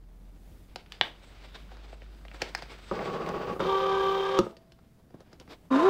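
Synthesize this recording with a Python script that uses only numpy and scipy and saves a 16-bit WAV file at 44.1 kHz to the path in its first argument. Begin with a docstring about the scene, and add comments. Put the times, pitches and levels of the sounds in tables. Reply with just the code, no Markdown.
"""A small, quiet room, one microphone close to a desk-top cutter. Hands slide a stiff plastic sheet
onto the tray; it rubs, snaps and ticks. The feed motor grips the sheet and its gears growl, then the
carriage motor whines across and knocks on its stop, ringing the case. After a pause a motor spins up
again with a brief squeak. Behind it all lie a low rumble, the room's air and an engine far outside."""
import sys
import numpy as np
from scipy import signal
from scipy.fft import rfft, irfft
from scipy.io import wavfile
from scipy.ndimage import uniform_filter1d

SR = 44100
rng = np.random.default_rng(int(sys.argv[2]) if len(sys.argv) > 2 else 0)


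def file_out(sig):
    """Save sig as 16-bit WAV at sys.argv[1]."""
    # one column per channel
    cols = np.atleast_2d(sig).T
    # limit, then scale
    lim = np.clip(cols, -1, 1)
    pcm = np.round(lim * 32767).astype(np.int16)
    wavfile.write(sys.argv[1], SR, pcm)


N = 259749
TIME = np.arange(N) / SR

PINION_TEETH, POLES, CHOPPER_HZ = 11, 5, 15070
FEED_HZ, CRUISE_HZ = 14.95, 35.28  # shaft speeds of the feed and carriage motors
# Motor runs by name: on t/s, off t/s, silent t/s, starting shaft f/Hz, full shaft f/Hz, spin-up t/s,
# spin-up length/s, whine level/dB, whine swell/s, rattle level/dB, rattle swell/s, chopper level/dB,
# fade/(dB/s)
RUNS = {"feed": (2.908, 3.535, 3.6, FEED_HZ, FEED_HZ, 2.9, .01, -46, .008, -33, .008, -75, 110),
        "carriage": (3.59, 4.388, 4.62, 30, CRUISE_HZ, 3.59, .1, -29.5, .1, -35, 0.018, -68, 190),
        "restart": (5.7, 7, 5.95, 24, 35.5, 5.74, .15, -19, 0.02, -26, 0.04, -77, 100)}
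# Lines of each motor's whine: multiple of shaft speed, relative level/dB
FEED_ORDERS = [(10, -5.5), (12.5, -3), (15, -4.5), (25, 0.5), (33, -5), (53, -0.5), (75, 0.5)]
CARRIAGE_ORDERS = [(3, -30.5), (5, -24), (10, -36), (11, 1.5), (13, -23.5), (15, -11.5), (22, -9.5),
                   (26, -17.5), (27, -21), (28, -18), (29, -17.5), (30, -26), (32, -16), (33, -5),
                   (33.8, -16.5), (35, -21.5), (44, -21), (45, -26.5), (46, -24), (67, -31.5), (86, -33),
                   (88, -30), (89, -33), (90, -22.5), (91, -30.5), (98, -31.5), (102, -38), (104, -29.5)]
RESTART_ORDERS = [(11, 2.5), (22, -11), (33, -27), (44, -32)]
# Gear rattle as heard through the plastic case: f/Hz, relative level/dB
FEED_COLOUR = [(50, -35), (110, -5), (270, -5.5), (450, 0.5), (700, -6.5), (950, -11.5), (1350, -13),
               (2000, -18), (2800, -20), (4000, -28), (5500, -32.5), (7500, -43), (10000, -53),
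               (15000, -68)]
CARRIAGE_COLOUR = [(50, -13), (110, -14.5), (270, -11), (450, 1), (700, -6.5), (950, 2.5), (1350, -8),
                   (2000, -11.5), (2800, -14), (4000, -17), (5500, -22), (7500, -34), (10000, -41),
                   (15000, -57.5)]
RESTART_COLOUR = [(50, -40), (110, -27), (270, -9.5), (450, -8), (700, -16.5), (950, -11.5), (1350, -13),
                  (2000, -25.5), (2800, -27.5), (4000, -32), (5500, -39.5), (7500, -45.5), (10000, -52.5),
                  (15000, -62)]
# Case resonances on top of that rattle: f/Hz, width/Hz, lift/dB
FEED_RINGS = [(168.5, 28, 8.4), (373, 41, 9), (484, 49, 4.3), (829, 28, 12), (1133, 170, 14.1),
              (1480, 42, 3.3), (4730, 300, 5.9), (7900, 680, 4)]
CARRIAGE_RINGS = [(112, 19, 5.9), (178, 28, 6.3), (362, 89, 2.7), (455, 81, 3.5), (1220, 76, 9.9),
                  (1570, 180, 2), (2333, 100, 5.1), (3140, 255, 10.2), (3640, 300, 9.6), (6810, 89, 5.2),
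                  (8760, 200, 4), (11200, 300, 5)]
RESTART_RINGS = [(660, 18, 17.8), (1028, 65, 12.3), (1184, 38, 11), (1393, 48, 3.7), (1750, 86, 4.1)]
# The case passes the whine unevenly: tooth-mesh f/Hz, gain/dB
MESH_GAIN = [(257, -4.5), (275, -3.5), (300, -12), (337, -9), (371, -1.5), (390, 0)]
# A brief dip in the whine: t/s, half width/s, gain/dB
WHINE_DIP = (4.28, .05, -3.5)
# The mechanism starting and stopping: t/s, peak level/dB, clack offset/dB
JOLTS = [(2.913, -19, -17), (3.562, -27, -14), (3.595, -24.5, -6), (3.602, -16.5, -10), (3.622, -21, -32.5),
         (3.651, -20.5, -28), (4.389, -10, 2), (4.466, -27, -14.5)]
# Modes of the case and of the tray: f/Hz, relative level/dB, t60/s
CASE_MODES = [(54.5, -25, 0.25), (116, -22.5, 0.2), (170.2, -14.5, 0.15), (231, -15, 0.11),
              (366.3, -4, 0.088), (523, -6, 0.064), (632, -10.5, 0.065), (951, -7.5, 0.03),
              (1017, -13, 0.053), (1227, -5.5, 0.029)]
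TRAY_MODES = [(120, 4, .09), (175, 2, .06), (269.4, 0.5, .03), (380, -1, 0.041), (515, -0.5, .04),
              (690, 0, .035), (930, -3, .025), (1290, -4, .015)]
# The sheet snapping on the tray, close by: t/s, crack peak level/dB, crack f/Hz, edge offset/dB,
# thud offset/dB, thud centre f/Hz
TICKS = [(0.759, -26.5, 3120, -2, -3, 800), (0.8617, -42.5, 2870, -15, -22, 278),
         (0.9214, -27, 3260, -7.5, -27, 339), (1.0121, -2, 3050, -32, -20, 1000),
         (1.5457, -42, 3980, -22, -12, 657), (1.7173, -42.5, 1570, -20, 2.5, 704),
         (1.7694, -42.5, 1580, -11, -5, 522), (1.9287, -41, 2520, -20, 4, 670),
         (2.0197, -38, 2456, -22, -5, 490), (2.2516, -37, 1985, -14, -4.5, 686),
         (2.283, -34.5, 3160, -26, -16, 299), (2.315, -34.5, 2523, -23, -19, 645),
         (2.345, -37, 1570, -12, -6, 895), (2.4177, -21, 2140, -5, -13, 527),
         (2.42, -17, 2600, -4, -6.5, 564), (2.5496, -15, 2200, -7, -21.5, 705),
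         (2.5773, -38.5, 1900, -4, -19, 312), (2.6228, -31.5, 1920, -6, -7, 730),
         (2.9914, -26.5, 2330, -28, -2, 705), (3.057, -29, 2270, -19, 2, 393),
         (3.263, -28.5, 2320, -12, -12, 377), (3.2891, -25, 1550, -9.5, -20, 480),
         (4.568, -42.5, 3500, -3, -3, 358), (4.7206, -45.5, 3500, -3, -9, 360),
         (4.7896, -51, 1510, -19, -8, 345), (5.106, -53.5, 1880, -12, 5, 353),
         (5.1419, -55, 1720, -11.5, 21, 258), (5.2052, -47, 1510, -3.5, 5, 400),
         (5.3301, -43.5, 1730, -5, 1, 330), (5.3994, -42, 3200, 1.5, -1.5, 256),
         (5.4778, -45, 1800, -13, 2.5, 258)]
# Sheet and fingers rubbing: t/s, bright level/dB, dull level/dB
RUB_LEVELS = [(0.0, -78, -67), (0.83, -66.5, -66.5), (1.1, -62, -62.5), (1.41, -57.5, -63),
              (1.66, -59, -62.5), (2.3, -63.5, -63.5), (2.45, -53.5, -58), (2.76, -56.5, -62.5),
              (2.9, -50.5, -64), (3.5, -70, -65), (4.5, -60.5, -54), (4.56, -76, -65), (4.9, -80, -74.5),
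              (5.05, -80.5, -69), (5.23, -70.5, -65.5), (5.69, -72, -65)]
# Short scuffs of the sheet: t/s, length/s, bright level/dB, dull level/dB
SCUFFS = [(0.773, 0.053, -58, -76), (0.91, 0.084, -60, -76), (1.0, 0.13, -51, -48), (1.435, .04, -60, -56),
          (1.542, 0.03, -51, -63), (1.913, 0.051, -59.5, -62), (2.333, 0.049, -53, -59),
          (2.389, 0.12, -48.5, -51), (2.572, 0.042, -54, -57), (2.614, 0.036, -45.5, -49),
          (2.689, 0.077, -48, -51), (3.039, 0.048, -46, -63), (3.113, 0.063, -50, -60),
          (4.976, 0.04, -77.5, -61.5), (5.139, 0.026, -77, -58), (5.195, 0.05, -66, -57),
          (5.3, 0.077, -70, -61), (5.395, 0.05, -65, -58), (5.482, 0.088, -51, -49.5)]
# Bright and dull parts of the rubbing: f/Hz, relative level/dB
RUB_BRIGHT = [(600, -2.5), (1000, -2), (1500, -2.5), (2200, -4), (3200, -4), (4500, -9.5), (6000, -16.5),
              (8000, -23.5), (10500, -36), (15000, -46.5)]
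RUB_DULL = [(150, -22), (300, 2), (700, -2.5), (1300, -13), (2200, -35.5)]
# Resonances of the sheet: f/Hz, width/Hz, gain/dB
SHEET_RINGS = [(1450, 240, -14), (2220, 300, -7.5), (3700, 400, -8), (4900, 510, -5.5), (8090, 430, 2.5)]
# Squeak at the start of the last run: t/s, length/s, f/Hz, level/dB
SQUEAK = (5.71, 0.2, 3749.5, -52.5)
# Engine far outside: t/s, firing f/Hz, level/dB, second harmonic level/dB
ENGINE_HUM = [(0, 42.3, -51, -66), (.3, 43.84, -48, -68), (.65, 44.2, -54, -60), (1.0, 44.2, -56, -70),
              (1.4, 47, -51.5, -70), (1.75, 50.4, -46.5, -72), (2.3, 50.1, -47, -76),
              (2.9, 48.8, -51.5, -66), (3.2, 46, -57, -62), (3.5, 44.7, -65, -75)]
# Rumble and still air around the microphone: f/Hz, relative level/dB
RUMBLE_COLOUR = [(15, 0), (30, -5), (60, 10.5), (110, -9), (175, 1.5), (300, -9.5), (500, -33)]
AIR_COLOUR = [(60, 1.5), (120, 5), (250, 0), (500, -13.5), (900, -24.5), (1600, -20.5), (3000, -31.5),
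              (5000, -31), (8000, -37), (12000, -37), (15000, -38.5)]


def motor(run, orders, spectrum, rings, waver_db, slip, tooth_decay, shaft_db, repeat_share):
    """A geared motor close by: whine locked to the shaft, tooth rattle, and the chopped supply's tone."""
    shaft_hz, whine_db, rattle_db, chopper_db, running = motor_drive(*run)
    turns = np.cumsum(shaft_hz * (1 + slip * wander(30))) / SR
    whine = 0
    for order, db in orders:
        # the tooth-mesh line and its octave hold firm, the others come and go
        looseness = .3 if order in (PINION_TEETH, 2 * PINION_TEETH) else 1
        gain = amp(db + waver_db * looseness * wander(25.11))
        whine += gain * np.sin(2 * np.pi * (order * turns + rng.random()))
    # flaws of the gear come round on every turn; the rest of the rattle is new each time
    flaws = rng.standard_normal(1024)[(1024 * (turns % 1)).astype(int)]
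    contact = np.sqrt(repeat_share) * flaws + np.sqrt(1 - repeat_share) * rng.standard_normal(N)
    tooth_bursts = np.exp(-tooth_decay * (PINION_TEETH * turns % 1))
    off_centre_swell = amp(shaft_db * np.sin(2 * np.pi * turns))
    rattle = colour(tooth_bursts * off_centre_swell * contact, spectrum, rings)
    commutator = 1 + .35 * np.cos(2 * np.pi * POLES * turns)
    chopper = commutator * np.sin(2 * np.pi * CHOPPER_HZ * TIME)
    tones = np.sqrt(2) * (amp(whine_db) * whine + amp(chopper_db) * chopper)
    return running * (tones + amp(rattle_db) * rattle)


def motor_drive(on_s, off_s, silent_s, start_hz, full_hz, spin_s, spin_length_s, whine_db, whine_swell_s,
                rattle_db, rattle_swell_s, chopper_db, fade_db_per_s, brake_hz_per_s=70):
    """Shaft speed, levels and gate of one run: it swells, holds, strains, loses current and coasts."""
    coast_s = np.maximum(TIME - off_s, 0)
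    driven_hz = start_hz + (full_hz - start_hz) * ramp(spin_s, spin_length_s)
    shaft_hz = np.maximum(driven_hz - brake_hz_per_s * coast_s, 5)
    cut_db = -9 * ramp(off_s, .012) - fade_db_per_s * coast_s
    case_db = np.interp(PINION_TEETH * shaft_hz, *np.transpose(MESH_GAIN))
    dip_s, dip_width_s, depth_db = WHINE_DIP
    dip_db = depth_db * np.exp(-((TIME - dip_s) / dip_width_s) ** 2)
    whine_db += cut_db - 21.5 * (1 - ramp(on_s, whine_swell_s)) + case_db + dip_db
    starting = 1 - ramp(on_s, rattle_swell_s)
    strain_db = 3 * np.exp(-np.abs(TIME - off_s) / .02)  # the load rises just before the cut
    rattle_db += cut_db - 11.5 * starting + strain_db
    slow_swell_db = 4 * (np.cos(2 * np.pi * 2.75 * (TIME - 3.77)) - 1)
    chopper_db += cut_db - 21.5 * starting + slow_swell_db
    return shaft_hz, whine_db, rattle_db, chopper_db, ramp(on_s, .012) * (TIME <= silent_s)


def case_jolts(clack_t60_s=.021):
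    """The case rings and clacks when gears take up slack or the carriage meets its stop."""
    out, t = np.zeros(N), TIME[:SR // 8]
    clack_band = signal.butter(2, [600, 5000], "band", fs=SR)
    for s, db, clack_db in JOLTS:
        add(out, s, amp(db) * ring(CASE_MODES, detune=.055))
        clack = rng.standard_normal(len(t)) * 1000. ** (-t / clack_t60_s)
        add(out, s, amp(db + clack_db - 8.5) * signal.lfilter(*clack_band, clack))
    return out


def sheet_ticks(stray_count=14, stray_over_rub_db=11, edge_hz=4620, thud_db_per_octave=9):
    """The stiff sheet cracks with a crisp edge and the tray thuds; faint strays follow the rubbing."""
    out, t = np.zeros(N), TIME[:SR // 8]
    rub_db = curves(RUB_LEVELS)[0]
    strays = [(when * TIME[-1], rub_db[int(when * N)] + stray_over_rub_db, 1500 + 1500 * pitch,
               -14, -8, 300 + 400 * thud) for when, pitch, thud in rng.random((stray_count, 3))]
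    for s, db, crack_hz, edge_db, thud_db, thud_hz in TICKS + strays:
        t60_s = .012 * (1 - .025 * db)  # fainter snaps scrape longer
        burst, edge_burst = rng.standard_normal((2, len(t))) * 1000. ** (-t / t60_s)
        burst[0] += 12  # the snap itself
        crack = signal.lfilter(*signal.iirpeak(crack_hz, 2, fs=SR), burst)
        crack += .41 * signal.lfilter(*signal.butter(2, 800, "high", fs=SR), burst)
        crack = signal.sosfilt(signal.butter(4, 1.08 * crack_hz, fs=SR, output="sos"), crack)
        edge = signal.lfilter(*signal.iirpeak(edge_hz, 4, fs=SR), edge_burst) + .05 * burst
        edge = signal.lfilter(*signal.butter(1, 1.1 * edge_hz, fs=SR), edge)
        add(out, s, amp(db) * unit_peak(crack) + amp(db + edge_db) * unit_peak(edge))
        modes = [(hz, mode_db - thud_db_per_octave * abs(np.log2(hz / thud_hz)), t60)
                 for hz, mode_db, t60 in TRAY_MODES]
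        add(out, s, amp(db + thud_db) * ring(modes, detune=.037))
    return out


def sheet_rubbing():
    """Sheet and fingers slide in dense, tiny, uneven slips; scuffs swell and fade on top."""
    bright_db, dull_db, sliding = curves(RUB_LEVELS)
    bright_gain, dull_gain = sliding * amp(bright_db), sliding * amp(dull_db)
    for s, length_s, bright_db, dull_db in SCUFFS:
        swell = np.sin(np.pi * np.linspace(0, 1, int(length_s * SR)) ** .75) ** 2
        add(bright_gain, s, amp(bright_db) * swell)
        add(dull_gain, s, amp(dull_db) * swell)
    slips = rng.standard_normal((2, N)) * amp(2.2 * rng.exponential(size=N) + 1.96 * wander(60))
    scrape = colour(slips[0], RUB_BRIGHT)
    for hz, width, db in SHEET_RINGS:  # the bending sheet brings its resonances in and out
        resonance = signal.lfilter(*signal.iirpeak(hz, hz / width, fs=SR), scrape)
        scrape += amp(db + 5.4 * wander(12)) * resonance
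    return bright_gain * unit_rms(scrape) + dull_gain * colour(slips[1], RUB_DULL)


def squeak():
    """A short, wavering high tone as the last run bites."""
    s, length_s, hz, db = SQUEAK
    gate = ramp(s, .002) - ramp(s + length_s - .006, .006)
    return gate * tone(hz * (1 + .015 * wander(200)), db + 2 * wander(300))


def lingering_tone(fade_from_s=4.49, hz=660, db=-60.5, t60_s=1.6):
    """A thin tone dies away after the carriage stops."""
    fading_db = db - 60 * np.maximum(TIME - fade_from_s, 0) / t60_s
    return ramp(fade_from_s - .05, .1) * tone(np.full(N, hz), fading_db)


def far_engine():
    """An engine far outside hums at its firing rate and the octave above."""
    firing_hz, db, second_db, audible = curves(ENGINE_HUM)
    return audible * (tone(firing_hz, db) + tone(2 * firing_hz, second_db))


def room_tone(rest_db=-61, shake_db=7.5, fade_db_per_s=.44, air_db=-60.5):
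    """Still air and a wavering rumble that swells while the motors shake the desk."""
    shake = sum(ramp(on_s, .1) - ramp(off_s, .15) for on_s, off_s, *_ in RUNS.values())
    rumble_db = rest_db - fade_db_per_s * TIME + shake_db * np.minimum(shake, 1) + 2.9 * wander(8)
    rumble = amp(rumble_db) * colour(rng.standard_normal(N), RUMBLE_COLOUR)
    return rumble + amp(air_db) * colour(rng.standard_normal(N), AIR_COLOUR)


def room(direct, t60_s=.24, echo_db=-13.5, top_hz=4500):
    """The direct sound reaches the microphone first, then dull, diffuse echoes off the near walls."""
    t = TIME[:SR // 2]
    tail = rng.standard_normal(len(t)) * 1000. ** (-t / t60_s) * (t > .003)
    tail = signal.lfilter(*signal.butter(1, top_hz, fs=SR), tail)
    return direct + amp(echo_db) * signal.fftconvolve(direct, tail / np.sqrt(np.sum(tail ** 2)))[:N]


def ring(modes, detune):
    """One blow on randomly detuned, decaying modes, neighbours in opposite sense; peak 1."""
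    t = TIME[:SR // 4]
    tuning = 1 + detune * rng.standard_normal(len(modes))
    return unit_peak(sum((-1) ** k * amp(db) * np.sin(2 * np.pi * hz * tuning[k] * t)
                         * 1000. ** (-t / t60) for k, (hz, db, t60) in enumerate(modes)))


def colour(x, spectrum, rings=()):
    """Shape a sound by a spectrum and lift its resonances; rms 1."""
    size = N + N % 2
    f = np.maximum(np.fft.rfftfreq(size, 1 / SR), 1)
    point_hz, point_db = np.transpose(spectrum)
    db = np.interp(np.log(f), np.log(point_hz), point_db)
    db += sum(lift / (1 + (2 * (f - hz) / width) ** 2) for hz, width, lift in rings)
    return unit_rms(irfft(rfft(x, size) * amp(db))[:N])


def wander(rate_hz):
    """Smooth random drift; rms 1."""
    hold = int(SR / rate_hz)
    steps = np.repeat(rng.standard_normal(N // hold + 1), hold)[:N]
    return unit_rms(uniform_filter1d(uniform_filter1d(steps, hold), hold))


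def curves(table):
    """A timed table's columns sample by sample, then a gate that is open over its span."""
    s, *columns = np.transpose(table)
    return [np.interp(TIME, s, column) for column in columns] + [(TIME >= s[0]) & (TIME <= s[-1])]


def tone(hz, db):
    """A sine on a pitch curve, at an rms level."""
    return np.sqrt(2) * amp(db) * np.sin(2 * np.pi * np.cumsum(hz) / SR)


def ramp(s, length_s):
    """Smooth step from 0 to 1."""
    x = np.clip((TIME - s) / max(length_s, 1e-3), 0, 1)
    return x * x * (3 - 2 * x)


def add(out, s, event):
    start = int(s * SR)
    out[start:start + len(event)] += event[:N - start]


def amp(db):
    return 10 ** (np.asarray(db) / 20)


def unit_rms(x):
    return x / np.sqrt(np.mean(x ** 2))


def unit_peak(x):
    return x / np.abs(x).max()


def scene():
    """At the desk: blows ring in the room; the motors, shut in their case, stir it less."""
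    feed = motor(RUNS["feed"], FEED_ORDERS, FEED_COLOUR, FEED_RINGS,
                 waver_db=4, slip=.008, tooth_decay=.3, shaft_db=2.5, repeat_share=.18)
    carriage = motor(RUNS["carriage"], CARRIAGE_ORDERS, CARRIAGE_COLOUR, CARRIAGE_RINGS,
                     waver_db=4, slip=.0012, tooth_decay=1.26, shaft_db=1.7, repeat_share=.14)
    restart = motor(RUNS["restart"], RESTART_ORDERS, RESTART_COLOUR, RESTART_RINGS,
                    waver_db=1.2, slip=.003, tooth_decay=.79, shaft_db=1.5, repeat_share=.17)
    motors = feed + carriage + restart
    echoing = room(sheet_ticks() + case_jolts() + .15 * motors)
    close = .85 * motors + lingering_tone() + squeak() + sheet_rubbing()
    return (echoing + close + far_engine() + room_tone())[None]


def record(dry):
    """The microphone feeds a mono recorder that cuts steeply above 15750 Hz."""
    return signal.sosfilt(signal.ellip(12, .3, 60, 15750, fs=SR, output="sos"), dry)


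dry = scene()
out = record(dry)
file_out(out)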